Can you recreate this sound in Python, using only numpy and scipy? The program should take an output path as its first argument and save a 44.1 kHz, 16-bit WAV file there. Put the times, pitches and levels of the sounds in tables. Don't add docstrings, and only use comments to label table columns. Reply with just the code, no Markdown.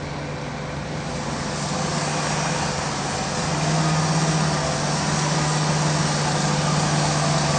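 import sys
import numpy as np
from scipy import signal
from scipy.fft import rfft, irfft, next_fast_len
from scipy.io import wavfile
from scipy.ndimage import uniform_filter1d, map_coordinates

SR = 44100
rng = np.random.default_rng(int(sys.argv[2]) if len(sys.argv) > 2 else 0)


def master_out(mix):
    frames = np.transpose(np.atleast_2d(mix))
    ceiling = np.clip(frames, -1, 1)
    pcm = np.round(ceiling * 32767).astype(np.int16)
    wavfile.write(sys.argv[1], SR, pcm)


N = 334278
TIME = np.arange(N) / SR


def gain(db):
    return 10 ** (np.asarray(db) / 20)


def unit(x):
    return x / np.sqrt(np.mean(x ** 2))


def curves(table):
    times, *columns = np.transpose(table)
    return [np.interp(TIME, times, column) for column in columns]


def wander(rate):
    hold = max(int(SR / rate), 2)
    steps = np.repeat(rng.standard_normal(N // hold + 1), hold)
    return unit(uniform_filter1d(uniform_filter1d(steps, hold), hold)[:N])


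def turns_of(hz):
    return np.cumsum(hz) / SR


def tone(turns, waver_db, waver_rate):
    wave = np.sin(2 * np.pi * (turns + rng.random()))
    return unit(wave * gain(waver_db * wander(waver_rate)))


def colour(x, spectrum):
    hz, db = np.transpose(spectrum)
    size = next_fast_len(N)
    octave = np.log2(np.maximum(np.arange(size // 2 + 1) * SR / size, 1))
    outside = np.abs(octave - np.clip(octave, np.log2(hz[0]), np.log2(hz[-1])))
    shape_db = np.interp(octave, np.log2(hz), db) - 20 * outside
    return unit(irfft(rfft(x, size) * gain(shape_db), size)[:N])


def treble(x, hz, db):
    low = signal.sosfilt(signal.butter(3, hz, "low", fs=SR, output="sos"), x)
    high = signal.sosfilt(signal.butter(3, hz, "high", fs=SR, output="sos"), x)
    return unit(low + gain(db) * high)


def breathy_note(hz, width_hz):
    smoother = signal.butter(2, width_hz / 2, fs=SR, output="sos")
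    slow_noise = signal.sosfilt(smoother, rng.standard_normal(N) + 1j * rng.standard_normal(N))
    return unit(np.real(slow_noise * np.exp(2j * np.pi * turns_of(hz))))


def churn(x, depth_db, rate, width_hz):
    hz, times, bands = signal.stft(x, SR, nperseg=512)
    grid = np.meshgrid(hz / width_hz, times * rate, indexing="ij")
    swells = map_coordinates(rng.standard_normal((128, 128)), grid, mode="wrap")
    return unit(signal.istft(bands * gain(depth_db * swells), SR)[1][:N])


def reflections(x, strength):
    out = x
    for start, drift, sign in rng.random((8, 3)):
        delay_s = .002 + .014 * start + .003 * (drift - .5) * np.arange(N) / N
        out = out + strength * np.sign(sign - .5) * np.interp(TIME - delay_s, TIME, x)
    return out


def facing_away(start_s=0.75, swing_s=1.255):
    return np.clip(1 - (TIME - start_s) / swing_s, 0, 1)


def near_level(hz, db, db_per_hz, db_per_halving, away_db, turn_power=1):
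    side_m, speed_m_s, pass_s = 5.1, 2.8, 9.9
    metres = np.hypot(side_m, speed_m_s * (TIME - pass_s))
    distance_loss = db_per_halving * np.log2(metres / metres.min())
    turn_loss = away_db * facing_away() ** turn_power
    return db + db_per_hz * (hz - hz.mean()) - distance_loss - turn_loss


def rattle(cycle, repeat, size=2800, count=5):
    place = np.linspace(0, count - 1, N)
    recurring = 0
    for k, pattern in enumerate(rng.standard_normal((count, size))):
        weight = np.cos(np.pi / 2 * np.clip(place - k, -1, 1))
        recurring = recurring + weight * np.interp(cycle % 1 * size, np.arange(size), pattern)
    return np.sqrt(repeat) * unit(recurring) + np.sqrt(1 - repeat) * rng.standard_normal(N)


def firings(cycle, depth, decay, scatter_db):
    cylinder_db = np.array([2.5, -3.0, -9.0, -1.5, -5.0, -3.0])
    stroke = cycle * 6 + 1 + .11 * wander(60)
    number = stroke.astype(int)
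    chance_db = scatter_db * rng.standard_normal(number.max() + 1)[number]
    strength = gain(cylinder_db[number % 6] + chance_db)
    return 1 + depth * strength * np.exp(-(stroke % 1) / decay)


# t/s, f/Hz, level/dB
FAR_WHINE = [(0, 502, -44), (.4, 503, -40.5), (.8, 505, -44), (1.05, 506, -41), (1.27, 506.6, -45),
             (1.5, 506.5, -39), (2.1, 506, -37), (2.4, 505, -42), (2.8, 502, -39), (3.08, 502.5, -43),
             (3.38, 504, -34), (3.55, 507, -43), (3.8, 511, -45), (4.45, 510, -44), (4.66, 510, -36),
             (5.02, 509.5, -45), (5.6, 509, -41), (6.1, 508, -40.5), (6.55, 507.3, -36), (6.82, 507.4, -40),
             (7.08, 507.5, -34), (7.4, 507.6, -41), (7.58, 507.7, -36)]
# multiple of the firing rate, level/dB
FAR_ENGINE_NOTES = [(.75, -3.5), (1, -6), (1.502, -4.5), (3, -0.5), (3.58, -7.5)]
# f/Hz, level/dB
FAR_RASP_SPECTRUM = [(200, 4), (270, 3), (430, 0.5), (550, 4), (620, -2), (750, -3.5), (1100, -12.5),
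                     (1250, -13), (1560, -1.5), (1700, -13.5), (2380, -4), (2600, -24.5), (4000, -11.5),
                     (8000, -42)]
def far_tractor(start_firing_hz=80.7):
    whine_hz, whine_db = curves(FAR_WHINE)
    engine_db = -53.5 + 10 * np.minimum(2 * facing_away(), 1)
    firing = turns_of(start_firing_hz * whine_hz / whine_hz[0])
    hum = sum(gain(db) * tone(k * firing, waver_db=0.5, waver_rate=6) for k, db in FAR_ENGINE_NOTES)
    whine = tone(turns_of(whine_hz) + .07 * wander(24), waver_db=2.4, waver_rate=30)
    rasp = colour(reflections(rng.standard_normal(N), strength=0.13), FAR_RASP_SPECTRUM)
    return gain(engine_db) * (hum + gain(7.5) * rasp) + gain(whine_db) * whine


# f/Hz, level/dB
RUMBLE_SPECTRUM = [(20, -23.5), (30, -16), (42, -7.5), (60, -2), (85, 0), (110, -2.5), (135, -2),
                   (200, -20.5), (500, -29.5)]
def soil(grains_per_s=900):
    rumble = colour(rng.standard_normal(N), RUMBLE_SPECTRUM)
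    grains = (rng.random(N) < grains_per_s / SR) * rng.standard_normal(N)
    grains *= gain(3.2 * np.minimum(rng.exponential(size=N), 4))
    crackle = colour(grains, [(400, 7), (1000, -3), (2400, -4), (5000, -7), (8000, -20)])
    return gain(-40 + 0.5 * wander(1.9)) * rumble + gain(-48.5) * crackle


# multiple of the blade rate, level/dB against the drone
FAN_OVERTONES = [(2, -14.5), (3, -27.5), (4, -26.5)]
def fan(blade_hz):
    level_db = near_level(blade_hz, db=-24, db_per_hz=0.76, db_per_halving=4.5, away_db=0.5)
    blades = turns_of(blade_hz) + 0.0081 * wander(22)
    drone = tone(blades, waver_db=0.63, waver_rate=34)
    overtones = sum(gain(db) * tone(k * blades + .055 * wander(25), waver_db=2.5, waver_rate=20)
                    for k, db in FAN_OVERTONES)
    edge_db = 60 * np.log10(blade_hz / blade_hz.mean())
    return gain(level_db) * (drone + gain(edge_db) * overtones)


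# multiple of the engine cycle rate, level/dB
EXHAUST_NOTES = [(5, -19), (6, -16.5), (11, -4), (12, -19.5), (13, -11), (24, -16)]
# f/Hz, level/dB
GAS_SPECTRUM = [(110, -34), (150, -2.5), (185, 0), (215, -0.5), (260, -6.5), (350, -7), (440, -9.5),
                (560, -17.5), (900, -48.5)]
def exhaust(cycle, firing_hz):
    level_db = near_level(firing_hz, db=-29.5, db_per_hz=0.23, db_per_halving=1.5,
                          away_db=7.5, turn_power=2)
    notes = sum(gain(db) * tone(k * cycle, waver_db=3.5, waver_rate=7) for k, db in EXHAUST_NOTES)
    puffs = rattle(cycle, repeat=0.054) * firings(cycle, depth=0.34, decay=.4, scatter_db=-2.5)
    return gain(level_db) * (notes + gain(-0.5) * colour(puffs, GAS_SPECTRUM))


# f/Hz, level/dB
BLOCK_SPECTRUM = [(300, -29), (480, -5.5), (620, -1), (760, 1), (900, -1.6), (1150, -2), (1350, -7),
                  (1580, -6), (1880, -6.5), (2200, -12), (2430, -9), (2750, -14), (4000, -22.5),
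                  (8000, -38)]
# multiple of the engine cycle rate, level/dB
BLOCK_NOTES = [(36, -22), (57, -20), (69, -22), (75, -21), (102, -26.5), (132, -28)]
def engine_block(cycle, firing_hz):
    level_db = near_level(firing_hz, db=-26, db_per_hz=0.23, db_per_halving=1.74, away_db=7)
    knocks = rattle(cycle, repeat=0.28) * firings(cycle, depth=0.28, decay=0.33, scatter_db=4)
    ring = colour(reflections(knocks, strength=0.1), BLOCK_SPECTRUM)
    ring = treble(ring, hz=1234, db=-0.5 + 0.1 * (firing_hz - firing_hz.mean()))
    ring = churn(ring, depth_db=1.1, rate=10, width_hz=200)
    drifting_peak = breathy_note(830 * (1 + .14 * wander(4)), width_hz=170)
    roar = unit(ring + gain(-14) * drifting_peak)
    notes = sum(gain(db) * tone(k * cycle + 0.1 * wander(11), waver_db=3.5, waver_rate=8.7)
                for k, db in BLOCK_NOTES)
    notes_db = .5 * (level_db - level_db.max())
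    return gain(level_db) * (gain(-0.27) * roar + gain(notes_db) * notes)


# f/Hz, level/dB
HISS_SPECTRUM = [(1800, -22), (3000, -7.5), (4150, -3.5), (4550, 0.3), (4950, -2), (5330, -1.5),
                 (5700, -0.5), (6100, -2), (6500, -2.5), (7400, -4.5), (8300, -7), (8800, -8), (9200, -22)]
# t/s, f/Hz, level/dB against the hiss
TURBO_WHISTLE = [(0, 5700, -10), (1.4, 5680, -14), (2.0, 5680, -11), (2.45, 5720, -6), (2.85, 5690, -15),
                 (3.7, 5650, -14), (4.2, 5650, -6), (4.6, 5520, -9.5), (5.1, 5678, -6.5), (5.7, 5694, -11),
                 (6.12, 5692, -6.5), (6.4, 5700, -18), (7.58, 5803, -13)]
def turbo(cycle, firing_hz):
    level_db = near_level(firing_hz, db=-29.5, db_per_hz=0.1, db_per_halving=2.2,
                          away_db=13, turn_power=1.74)
    rush = rattle(cycle, repeat=0.14) * firings(cycle, depth=0.3, decay=0.8, scatter_db=4)
    hiss = colour(reflections(rush, strength=0.11), HISS_SPECTRUM)
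    hiss = churn(hiss, depth_db=1.4, rate=10, width_hz=190)
    dull_db = .5 * np.minimum(level_db + 38.5, 0)
    flicker_db = 1.3 * wander(14)
    hiss = treble(hiss, hz=7140, db=dull_db + flicker_db)
    whistle_hz, whistle_db = curves(TURBO_WHISTLE)
    whistle = breathy_note(whistle_hz + 39.97 * wander(9), width_hz=360)
    return gain(level_db + 0.18 * wander(24)) * (hiss + gain(whistle_db) * whistle)


# t/s, f/Hz, level/dB, half length/s
HOOT_NOTES = [(1.3, 230, -32.5, .07), (4.44, 192, -34, .07), (5.14, 216, -34, .09)]
def hoots():
    out = 0
    for peak_s, hz, db, half_s in HOOT_NOTES:
        swell = np.exp(-((TIME - peak_s) / half_s) ** 2)
        out = out + gain(db) * swell * tone(hz * TIME, waver_db=2.5, waver_rate=20)
    return out


# start t/s, end t/s, multiple of the engine cycle rate, level/dB
WHINE_SPELLS = [(3.56, 4.02, 43.3, -37.5), (4.1, 4.58, 43.3, -35), (4.58, 5.0, 43.3, -33),
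                (5.78, 6.02, 43.5, -36.5), (6.75, 7.18, 43.3, -36), (7.18, 7.42, 43.45, -30.5),
                (7.42, 7.6, 43.15, -35.5), (1.8, 2.45, 44, -40.5), (3.65, 4.0, 44, -35.5),
                (1.7, 2.8, 48, -43.5), (3.6, 6.1, 48, -41), (6.1, 6.58, 48, -39.5), (6.58, 7.45, 48, -36.8),
                (2.8, 3.15, 49, -41), (1.7, 3.3, 50, -42), (6.9, 7.6, 50, -41), (3.15, 3.42, 51, -39.5),
                (6.8, 7.5, 51, -40.5), (1.8, 2.2, 52, -41), (1.9, 2.7, 58, -43), (3.5, 4.02, 58, -40.5),
                (2.35, 2.7, 60, -41), (4.05, 4.55, 63, -40), (4.92, 5.8, 63, -38.4), (5.8, 6.1, 63, -42),
                (2.1, 2.6, 72, -44), (6.8, 7.25, 73, -39.5), (3.76, 4.02, 78.4, -34.7),
                (4.02, 4.78, 78, -37.2), (5.35, 5.75, 78, -39), (6.05, 6.86, 77.85, -38.2),
                (7.0, 7.4, 78, -41)]
def gears(cycle, fade_s=0.11):
    out = 0
    for start, end, multiple, db in WHINE_SPELLS:
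        inside_s = np.minimum(TIME - start, end - TIME)
        fade = np.sqrt(np.clip(inside_s / fade_s + .5, 0, 1))
        twist = .0005 * wander(22)
        out = out + gain(db) * fade * tone(multiple * (cycle + twist), waver_db=2.4, waver_rate=28)
    return out


# f/Hz, width/Hz, level/dB
STEEL_NOTES = [(926, 110, -1), (1130, 49, -2.5), (1490, 83, 0), (1570, 78, -8), (1900, 220, -12),
               (2420, 140, -3.5), (6440, 300, -11)]
def scrape(slip_s=2.69, rise_s=0.8, hold_s=0.22, release_s=0.067):
    t = TIME - slip_s
    pressure = np.clip(np.minimum(1 + (t + hold_s) / rise_s, 1 - t / release_s), 0, 1)
    rubbing = rng.standard_normal(N)
    ring = sum(gain(db) * signal.lfilter(*signal.iirpeak(hz, hz / width, fs=SR), rubbing)
               for hz, width, db in STEEL_NOTES)
    return gain(-34) * pressure * unit(ring)


# t/s, firing f/Hz, fan blade f/Hz
ENGINE_SPEED = [(0, 91.6, 146.8), (.7, 91.73, 144.6), (1.35, 91.6, 144.4), (2, 94.03, 149.8),
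                (2.57, 93.53, 149.6), (2.87, 89.7, 141), (3.35, 90.05, 141.8), (3.74, 95.23, 157.8),
                (4.15, 93.4, 155.3), (4.42, 93.75, 155.7), (4.7, 90.05, 145.5), (5.1, 93.4, 150),
                (5.62, 94.5, 152.5), (5.9, 93.47, 151.5), (6.35, 92.04, 148.1), (6.85, 93.43, 150.6),
                (7.3, 92.8, 149.6), (7.57, 91.65, 146.3)]
def scene():
    firing_hz, blade_hz = curves(ENGINE_SPEED)
    cycle = turns_of(firing_hz * (1 + .0006 * wander(10))) / 6
    near = fan(blade_hz) + exhaust(cycle, firing_hz) + engine_block(cycle, firing_hz)
    near += gears(cycle) + turbo(cycle, firing_hz)
    return np.tile(near + far_tractor() + hoots() + soil() + scrape(), (2, 1))


def record(dry, top_hz=9150):
    return signal.sosfilt(signal.ellip(12, .2, 90, top_hz, fs=SR, output="sos"), dry)


dry = scene()
out = record(dry)
master_out(out)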